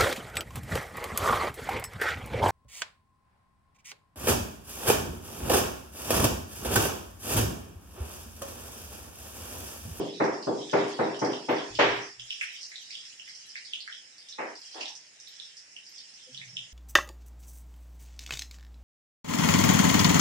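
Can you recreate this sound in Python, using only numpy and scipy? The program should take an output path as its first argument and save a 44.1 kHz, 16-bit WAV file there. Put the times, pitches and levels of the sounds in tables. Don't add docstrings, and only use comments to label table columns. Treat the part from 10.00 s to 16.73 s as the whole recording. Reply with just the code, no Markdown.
import sys
import numpy as np
from scipy import signal
from scipy.fft import rfft, irfft
from scipy.io import wavfile
from scipy.ndimage import uniform_filter1d

SR = 44100
rng = np.random.default_rng(int(sys.argv[2]) if len(sys.argv) > 2 else 0)


def put_to_file(sound):
    columns = np.atleast_2d(sound).T
    safe = np.clip(columns, -1, 1)
    whole_steps = np.round(safe * 32767)
    wavfile.write(sys.argv[1], SR, whole_steps.astype(np.int16))


N = 296793
LEAD = SR // 4

# (relative, per Hz)
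SIZZLE = [(24, -58.5), (40, -40.5), (121, -28), (276, -19.5), (1180, -7.5), (2000, -13.5), (3060, -8),
          (4130, -8), (4700, -7), (5310, 1.5), (5900, -4), (7000, -4.5), (8550, -13), (10400, -20),
          (11300, -93.5), (12100, -29), (16000, -56)]
# frequency_hz, threshold_db (per band), depth_db (a negative depth lifts)
SUPPRESSOR = [(40, -78, 12.5), (120.9, -74.5, 15.5), (250, -71.5, 19.5), (414, -63.5, 19),
              (980, -66.5, 14.5), (1963, -65.5, 8), (3224, -64.5, 18.5), (4240, -66.5, 10),
              (6270, -65.5, 6), (12000, -67, -2)]


def amp(db):
    return 10 ** (np.asarray(db) / 20)


def evened(x):
    return x / np.sqrt(np.mean(x ** 2) + 1e-20)


def read(points, hz, column=1):
    table = np.transpose(points)
    return np.interp(np.log(hz + 1), np.log(table[0] + 1), table[column])


def add(mix, start_s, sound):
    part = mix[..., LEAD + round(start_s * SR):][..., :sound.shape[-1]]
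    part += sound[..., :part.shape[-1]]


def pair_noise(frames, hz):
    # frequency_hz, coherence (0 to 1)
    likeness = [(100, 0.69), (300, 0.93), (700, 0.058), (1500, 0.029), (6000, 0.036)]
    a, b, c, d = rng.standard_normal((frames, len(hz), 4)).T
    same = np.clip(read(likeness, hz), -1, 1)[:, None]
    left = a + 1j * b
    right = same * left + np.sqrt(1 - same ** 2) * (c + 1j * d)
    return np.array([left, right])


def wash(shape_db, patchy_db):
    frames, hz = (N + LEAD) // 256 + 5, np.fft.rfftfreq(1024, 1 / SR)
    patches = uniform_filter1d(rng.standard_normal((frames, len(hz))), size=12, axis=0)
    patches = evened(uniform_filter1d(patches, size=14, axis=1)).T
    z = pair_noise(frames, hz) * amp(shape_db(hz)[:, None] + patchy_db * patches)
    noise = signal.istft(z, nperseg=1024, noverlap=768)[1]
    return evened(noise[:, :N + LEAD])


def causal(db):
    log_gain = np.log(amp(np.concatenate([db, db[-2:0:-1]])))
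    phase = -signal.hilbert(log_gain).imag
    return np.fft.ifft(np.exp(log_gain + 1j * phase)).real[:len(db)]


def room(build_s):
    # frequency_hz, t60_s
    tiles = [(100, 0.44), (300, 0.61), (500, 0.52), (1500, 0.68), (4000, 0.66), (9000, 0.23), (13000, 0.15)]
    hz, t = np.fft.rfftfreq(512, 1 / SR), np.arange(260) * 128 / SR
    z = pair_noise(len(t), hz) * amp(-60 * t / read(tiles, hz)[:, None])
    tail = signal.istft(z, nperseg=512, noverlap=384)[1]
    tail = tail * (1 - np.exp(-np.arange(tail.shape[1]) / SR / build_s))
    return tail / np.linalg.norm(tail[0])


def rumble():
    # start_s, level_db, centre_hz, half_width_hz, hold_s, fade_db_per_s
    rumbles = [(1.68, -58, 58, 22, .06, 150), (1.685, -51, 110, 55, 0.04, 140),
               (1.78, -49, 125, 40, 0.17, 220), (1.85, -56, 58, 20, .04, 130),
               (2.05, -66, 122, 12, .18, 45), (2.14, -68, 55, 20, 0.07, 150),
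               (6.3, -58.5, 128, 30, .22, 60), (6.32, -67, 185, 35, 0.28, 24)]
    # start_s, level_db, pitch_hz, t60_s
    taps = [(6.262, -41, 510, .2), (6.265, -45, 400, .16), (6.285, -44, 255, .15)]
    rise_s = .03
    out, t = np.zeros(N + LEAD), np.arange(SR) / SR
    for start_s, db, hz, width_hz, hold_s, fade in rumbles:
        spread = rng.uniform(-1, 1, (24, 1))
        turns = (hz + spread * width_hz) * t + rng.random((24, 1))
        hum = (np.exp(-2.5 * spread ** 2) * np.exp(2j * np.pi * turns)).sum(0)
        hum = hum.imag / abs(hum) ** .15
        fading_db = db - fade * np.maximum(t - rise_s - hold_s, 0)
        swell = np.minimum(t / rise_s, 1) ** 2 * amp(fading_db)
        add(out, start_s, evened(hum) * swell)
    for start_s, db, hz, t60 in taps:
        envelope = amp(db - 60 * t / t60) * (1 - np.exp(-t / .02))
        add(out, start_s, envelope * np.sin(2 * np.pi * hz * t))
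    return out


def heat():
    # time_s, level_db (relative)
    course = [(0.0, -49.5), (0.41, -54), (0.8, -48.5), (1.16, -51), (1.54, -52), (1.93, -50), (2.19, -56.5),
              (2.32, -49), (2.62, -51.5), (2.87, -51.5), (3.13, -52.5), (3.54, -53), (4.03, -54),
              (4.61, -55.5), (4.74, -50.5), (4.83, -49), (4.97, -57), (5.19, -55), (5.38, -53),
              (5.7, -56.5), (6.02, -54.5), (6.73, -54)]
    s, db = np.transpose(course)
    return amp(np.interp((np.arange(N + LEAD) - LEAD) / SR, s, db))


def hiss():
    flares_per_s, flare_s, flare_db = 7, .07, 7

    def colour_db(hz):
        bass_cut_db = 10 * np.log10(1 + (1500 / (hz + 1)) ** 8)
        return read(SIZZLE, hz) + read(SUPPRESSOR, hz, column=2) - bass_cut_db

    fizz = wash(colour_db, patchy_db=2.2)
    treble = signal.sosfilt(signal.butter(4, 6500, "high", fs=SR, output="sos"), fizz)
    starts = (rng.random(N + LEAD) < flares_per_s / SR) * rng.exponential(1, N + LEAD)
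    bursts = signal.lfilter([1], [1, -np.exp(-1 / flare_s / SR)], starts)
    treble_gain = amp(flare_db * np.minimum(bursts, 1.5) - 4.5)
    return (fizz + treble * (treble_gain - 1)) * heat() * amp(5.5)


def bubble(hz, cycles):
    tick_db, tick_hz = -14.5, 6460
    u = np.arange(int(3 * cycles / hz * SR)) / SR * hz / cycles
    envelope = (2.016 * u * np.exp(1 - 2.617 * u)) ** 2
    ring = np.sin(2 * np.pi * cycles * u * (1 - 0.0086 * u)) * envelope
    snap = np.arange(24) / SR
    tick = amp(tick_db) * np.sin(2 * np.pi * tick_hz * snap) * np.hanning(len(snap))
    return np.pad(ring, (0, len(tick))) + np.pad(tick, (0, len(ring)))


def spits():
    rate_per_s, lowest_db, low_hz, high_hz = 16, -51, 4800, 6000
    when, pitch, size = rng.random((100, 3)).T
    s = np.cumsum(-np.log(1 - when)) / rate_per_s
    rows = np.transpose([s, lowest_db + 7.0 * size, low_hz * (high_hz / low_hz) ** pitch])
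    return list(rows[s < N / SR])


def pan():
    # start_s, level_db (relative), pitch_hz
    pops = [(0.0598, -61, 12100), (0.1392, -39.5, 3900), (0.2413, -36.5, 5600), (0.334, -38, 5500),
            (0.4263, -33.5, 5000), (0.449, -42, 4870), (0.532, -45, 4900), (0.6974, -36, 3410),
            (0.714, -35, 5560), (0.881, -42.5, 9000), (1.145, -39.5, 3220), (1.1926, -32, 5800),
            (1.2488, -31, 5370), (1.2845, -67, 11500), (1.3228, -36, 5550), (1.3344, -34, 3140),
            (1.504, -50, 14200), (1.5644, -35.5, 5130), (1.584, -34, 3280), (1.753, -36.5, 3230),
            (1.752, -32, 5100), (1.78, -47, 5400), (1.9565, -58, 11700), (2.02, -37, 5670),
            (2.196, -37, 5560), (2.197, -35, 3220), (2.249, -55, 10300), (2.3058, -28, 3080),
            (2.314, -58.5, 11000), (2.412, -25.5, 2430), (2.4174, -30.5, 1980), (2.42, -38.5, 9400),
            (2.53, -58, 12960), (2.5637, -40, 3080), (2.611, -33.5, 5640), (2.6313, -33, 5200),
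            (2.685, -65.5, 13000), (2.718, -38.5, 2086), (2.7579, -35.5, 3850), (2.814, -62, 12900),
            (2.857, -42, 5270), (2.9053, -41.5, 2390), (2.9077, -32, 5010), (2.9532, -34.5, 3330),
            (3.0523, -36, 5230), (3.1974, -39, 2950), (3.277, -41.5, 1990), (3.277, -60.5, 11400),
            (3.2886, -36, 5200), (3.351, -37, 5500), (3.461, -50, 9990), (3.5559, -33, 2105),
            (3.5644, -36.5, 4570), (3.65, -36, 4790), (3.7347, -27, 3140), (3.8054, -33, 4500),
            (3.877, -34.5, 1800), (3.926, -36.5, 3260), (4.1824, -38, 5000), (4.286, -41, 3620),
            (4.2881, -34, 5600), (4.3259, -38, 3800), (4.5556, -35.5, 5190), (4.5999, -66, 12600),
            (4.6177, -37, 5100), (4.6527, -36.5, 5600), (4.726, -49.5, 3800), (4.8075, -31, 4970),
            (4.811, -31, 2800), (4.8573, -34, 3550), (4.882, -35, 5700), (4.8823, -62, 11900),
            (4.953, -35, 5780), (5.2009, -38, 5750), (5.2739, -40.5, 3790), (5.281, -57, 12320),
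            (5.3996, -37.5, 3600), (5.5695, -35, 5420), (5.765, -37.5, 2940), (5.8658, -39, 5260),
            (5.8894, -58.5, 12740), (5.9821, -35, 5060), (6.1404, -39.5, 5370), (6.347, -38.5, 3190),
            (6.346, -40.5, 5370), (6.376, -36, 3590), (6.4154, -38, 2230), (6.446, -41, 6000),
            (6.5688, -28.5, 3190), (6.7134, -47, 5370)]
    # pitch_hz, span_cycles
    ringing = [(2000, 3.2), (3200, 5.3), (5300, 3.76), (9000, 3.5), (12500, 9.8)]
    # pitch_hz, gain_db
    near = [(2000, 12), (3200, 12.5), (5300, 9), (9000, 2), (12500, -7)]
    # pitch_hz, gain_db
    walls = [(3000, 3), (6000, 7.5), (10000, 7.5), (12500, 10)]
    # delay_ms, level_db
    echoes = [(2.4, -7), (8.5, -11), (18.5, -11), (22.8, -5), (27.5, -10)]
    side_db, scatter_db = -4, 2.5
    left_lag = 9
    splash_db, splash_s = 6, 0.014

    dry, spread = np.zeros((2, N + LEAD)), np.zeros(N + LEAD)
    for (start_s, db, hz), spot in zip(pops + spits(), rng.standard_normal(300)):
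        pop = bubble(hz, max(read(ringing, hz), 1))
        balance_db = np.array([[.5], [-.5]]) * (side_db + scatter_db * spot)
        add(dry, start_s, amp(db + read(near, hz) + balance_db) * pop)
        add(spread, start_s, amp(db + read(walls, hz)) * pop)

    crowd = np.zeros(N + LEAD)
    for hz in np.geomspace(1800, 9000, num=20):
        size = amp(3.0 * np.minimum(rng.exponential(1, len(crowd)), 3))
        bursts = size * (rng.random(len(crowd)) < 20 / SR)
        crowd += amp(read(SIZZLE, hz)) * signal.oaconvolve(bursts, bubble(hz, 5.2))[:len(crowd)]
    crowd = evened(crowd) * heat() * amp(-8.5)
    dry, spread = dry + crowd, spread + crowd
    dry[0] = np.roll(dry[0], left_lag)

    tail = room(build_s=0.0039)
    tail = tail * amp(splash_db * np.exp(-np.arange(tail.shape[1]) / SR / splash_s))
    wet = signal.fftconvolve(spread[None], tail, axes=1)[:, :N + LEAD]
    early = sum(amp(db) * np.roll(dry[::-1], round(ms * SR / 1000), axis=1) for ms, db in echoes)
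    return dry + early + amp(6.0) * wet


def knife():
    # start_s, energy_db (before the rise), hardness_db_per_octave, treble_edge_hz, body_db,
    # bass_edge_hz
    blows = [(-.06, 7, -4, 2360, 2.5, 75), (.199, 10.5, 4, 2470, 1, 75), (0.468, 7, -0.5, 1570, 3, 74.6),
             (0.73, 11, 3, 2800, -0.5, 75), (0.988, 9, 3, 2210, 0.5, 75), (1.216, 7.5, 1.8, 2380, 0.5, 75),
             (1.485, 8, 5.5, 3460, 2, 75), (1.788, 14, 10.5, 3330, 0.5, 80), (4.38, 0, 9, 2600, -1.5, 171),
             (4.733, -8.5, 11, 1880, 1.5, 260), (4.771, -12, 2.5, 1000, -11, 230),
             (4.875, -18, 9, 1100, -12.5, 484)]
    # (relative, per Hz)
    board = [(30, -37), (70, -24.5), (120, -6.5), (230, -2), (320, 3), (420, 2), (600, -0.5), (900, -5.5),
             (1400, -15.5), (2000, -17.5), (2800, -26), (4000, -31), (7000, -20), (14000, -70.5)]
    # pitch_hz, level_db (relative), t60_s
    modes = [(123, -9, .6), (169, -1, .55), (203, -6, .45), (306, 1, .55), (345, -1, .35), (401, 3, .7),
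             (483, 3, .33), (525, -2, .4), (576, 6, .3), (764, 2, .35), (874, 3, .28), (1104, 2, .35),
             (1195, 1, .3), (1450, 0, .35)]
    firm_db, rise_ms, slower_ms_per_db = 3.5, 0.76, 1.77
    first_share, swell_ms = 0.68, 22
    ring_db, ring_scatter_db = -15, 3
    body_hz = 360
    left_lag = 7

    hz, out = np.fft.rfftfreq(4096, 1 / SR), np.zeros((2, N + LEAD + SR))
    common = room(build_s=0.0035)
    t = np.arange(common.shape[1]) / SR
    phases = rng.normal(0, 0.53, (len(modes), 2, 1))
    rings = np.array([amp(db - 60 * t / t60) * np.sin(2 * np.pi * f * t + phase)
                      for (f, db, t60), phase in zip(modes, phases)])
    rings = rings / np.linalg.norm(rings.sum(0)[0])
    gather = 1 - (1 - first_share) * np.exp(-t * 1000 / swell_ms)

    for start_s, db, hard_db, treble_hz, body_db, bass_hz in blows:
        treble_loss = 1 + (hz / treble_hz) ** 12
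        bass_loss = 1 + (bass_hz / (hz + 1)) ** 8
        cushion_db = -10 * np.log10(treble_loss * bass_loss)
        hollow_db = body_db * np.exp(-np.log2((hz + 1) / body_hz) ** 2 / 0.41)
        tilt_db = hard_db * np.log2((hz + 350) / 800)
        click = causal(read(board, hz) + tilt_db + cushion_db + hollow_db)
        click = click[None] / np.linalg.norm(click)

        paths = .65 * common + .76 * room(build_s=.002)
        ring_gains = amp(ring_db + ring_scatter_db * rng.standard_normal(len(modes)))
        rung = np.tensordot(ring_gains, rings, axes=1)
        light_db = max(firm_db - db, 0)
        rise = 1 - np.exp(-t * 1000 / (rise_ms + slower_ms_per_db * light_db))
        space = (paths + rung) * gather * rise
        add(out, start_s, amp(db) * signal.fftconvolve(click, space, axes=1))
    return np.array([np.roll(out[0], left_lag), out[1]])[:, :N + LEAD]


def scene():
    return (knife() + pan() + hiss() + rumble())[:, LEAD:]


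def ports(x):
    # frequency_hz, difference_db
    contrast = [(60, 1), (160, -4.5), (270, 1.5), (450, 1), (740, 0), (2000, -1.5), (5500, -3), (9000, 1.5),
                (15000, -7)]
    half_db = .5 * read(contrast, np.fft.rfftfreq(x.shape[1], 1 / SR))
    return irfft(rfft(x) * amp([half_db, -half_db]), x.shape[1])


def record(dry):
    # (relative, per Hz)
    air = [(18, -44), (30, -15.5), (49, -12), (118, -9.5), (280, -11.5), (841, -10.5), (1170, -17.5),
           (1820, -3.5), (3000, -4.5), (3900, -41.5), (6600, -120)]
    air_db, edge_hz = -62.5, 15750
    wary, forget_db_per_s = 0.18, 28

    hz, t, z = signal.stft(ports(dry), SR, nperseg=1024, noverlap=768)
    power = uniform_filter1d((abs(z) ** 2).mean(0), size=4, axis=0)
    power = uniform_filter1d(power, size=3, axis=1, origin=1)
    over_db = 10 * np.log10(abs(power) + 1e-20) - read(SUPPRESSOR, hz)[:, None]
    forgotten_db = forget_db_per_s * t
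    recent_db = np.maximum.accumulate(over_db + forgotten_db, axis=1) - forgotten_db
    over_db = over_db - wary * np.maximum(recent_db, 0)
    fall_db = 90 * t
    over_db = np.maximum.accumulate(np.minimum(over_db, 8) + fall_db, axis=1) - fall_db
    shut = .5 - .5 * np.tanh(over_db / 3)
    gain = amp(-read(SUPPRESSOR, hz, column=2)[:, None] * shut)
    kept = signal.istft(z * gain, SR, nperseg=1024, noverlap=768)[1][:, :N]

    def air_colour_db(hz):
        return read(air, hz) - 10 * np.log10(1 + (95 / (hz + 1)) ** 6)

    kept = kept + amp(air_db) * wash(air_colour_db, patchy_db=1.0)[:, :N]
    low_pass = signal.firwin(511, edge_hz, window=("kaiser", 9), fs=SR)
    return signal.oaconvolve(kept, low_pass[None], "same")


dry = scene()
out = record(dry)
put_to_file(out)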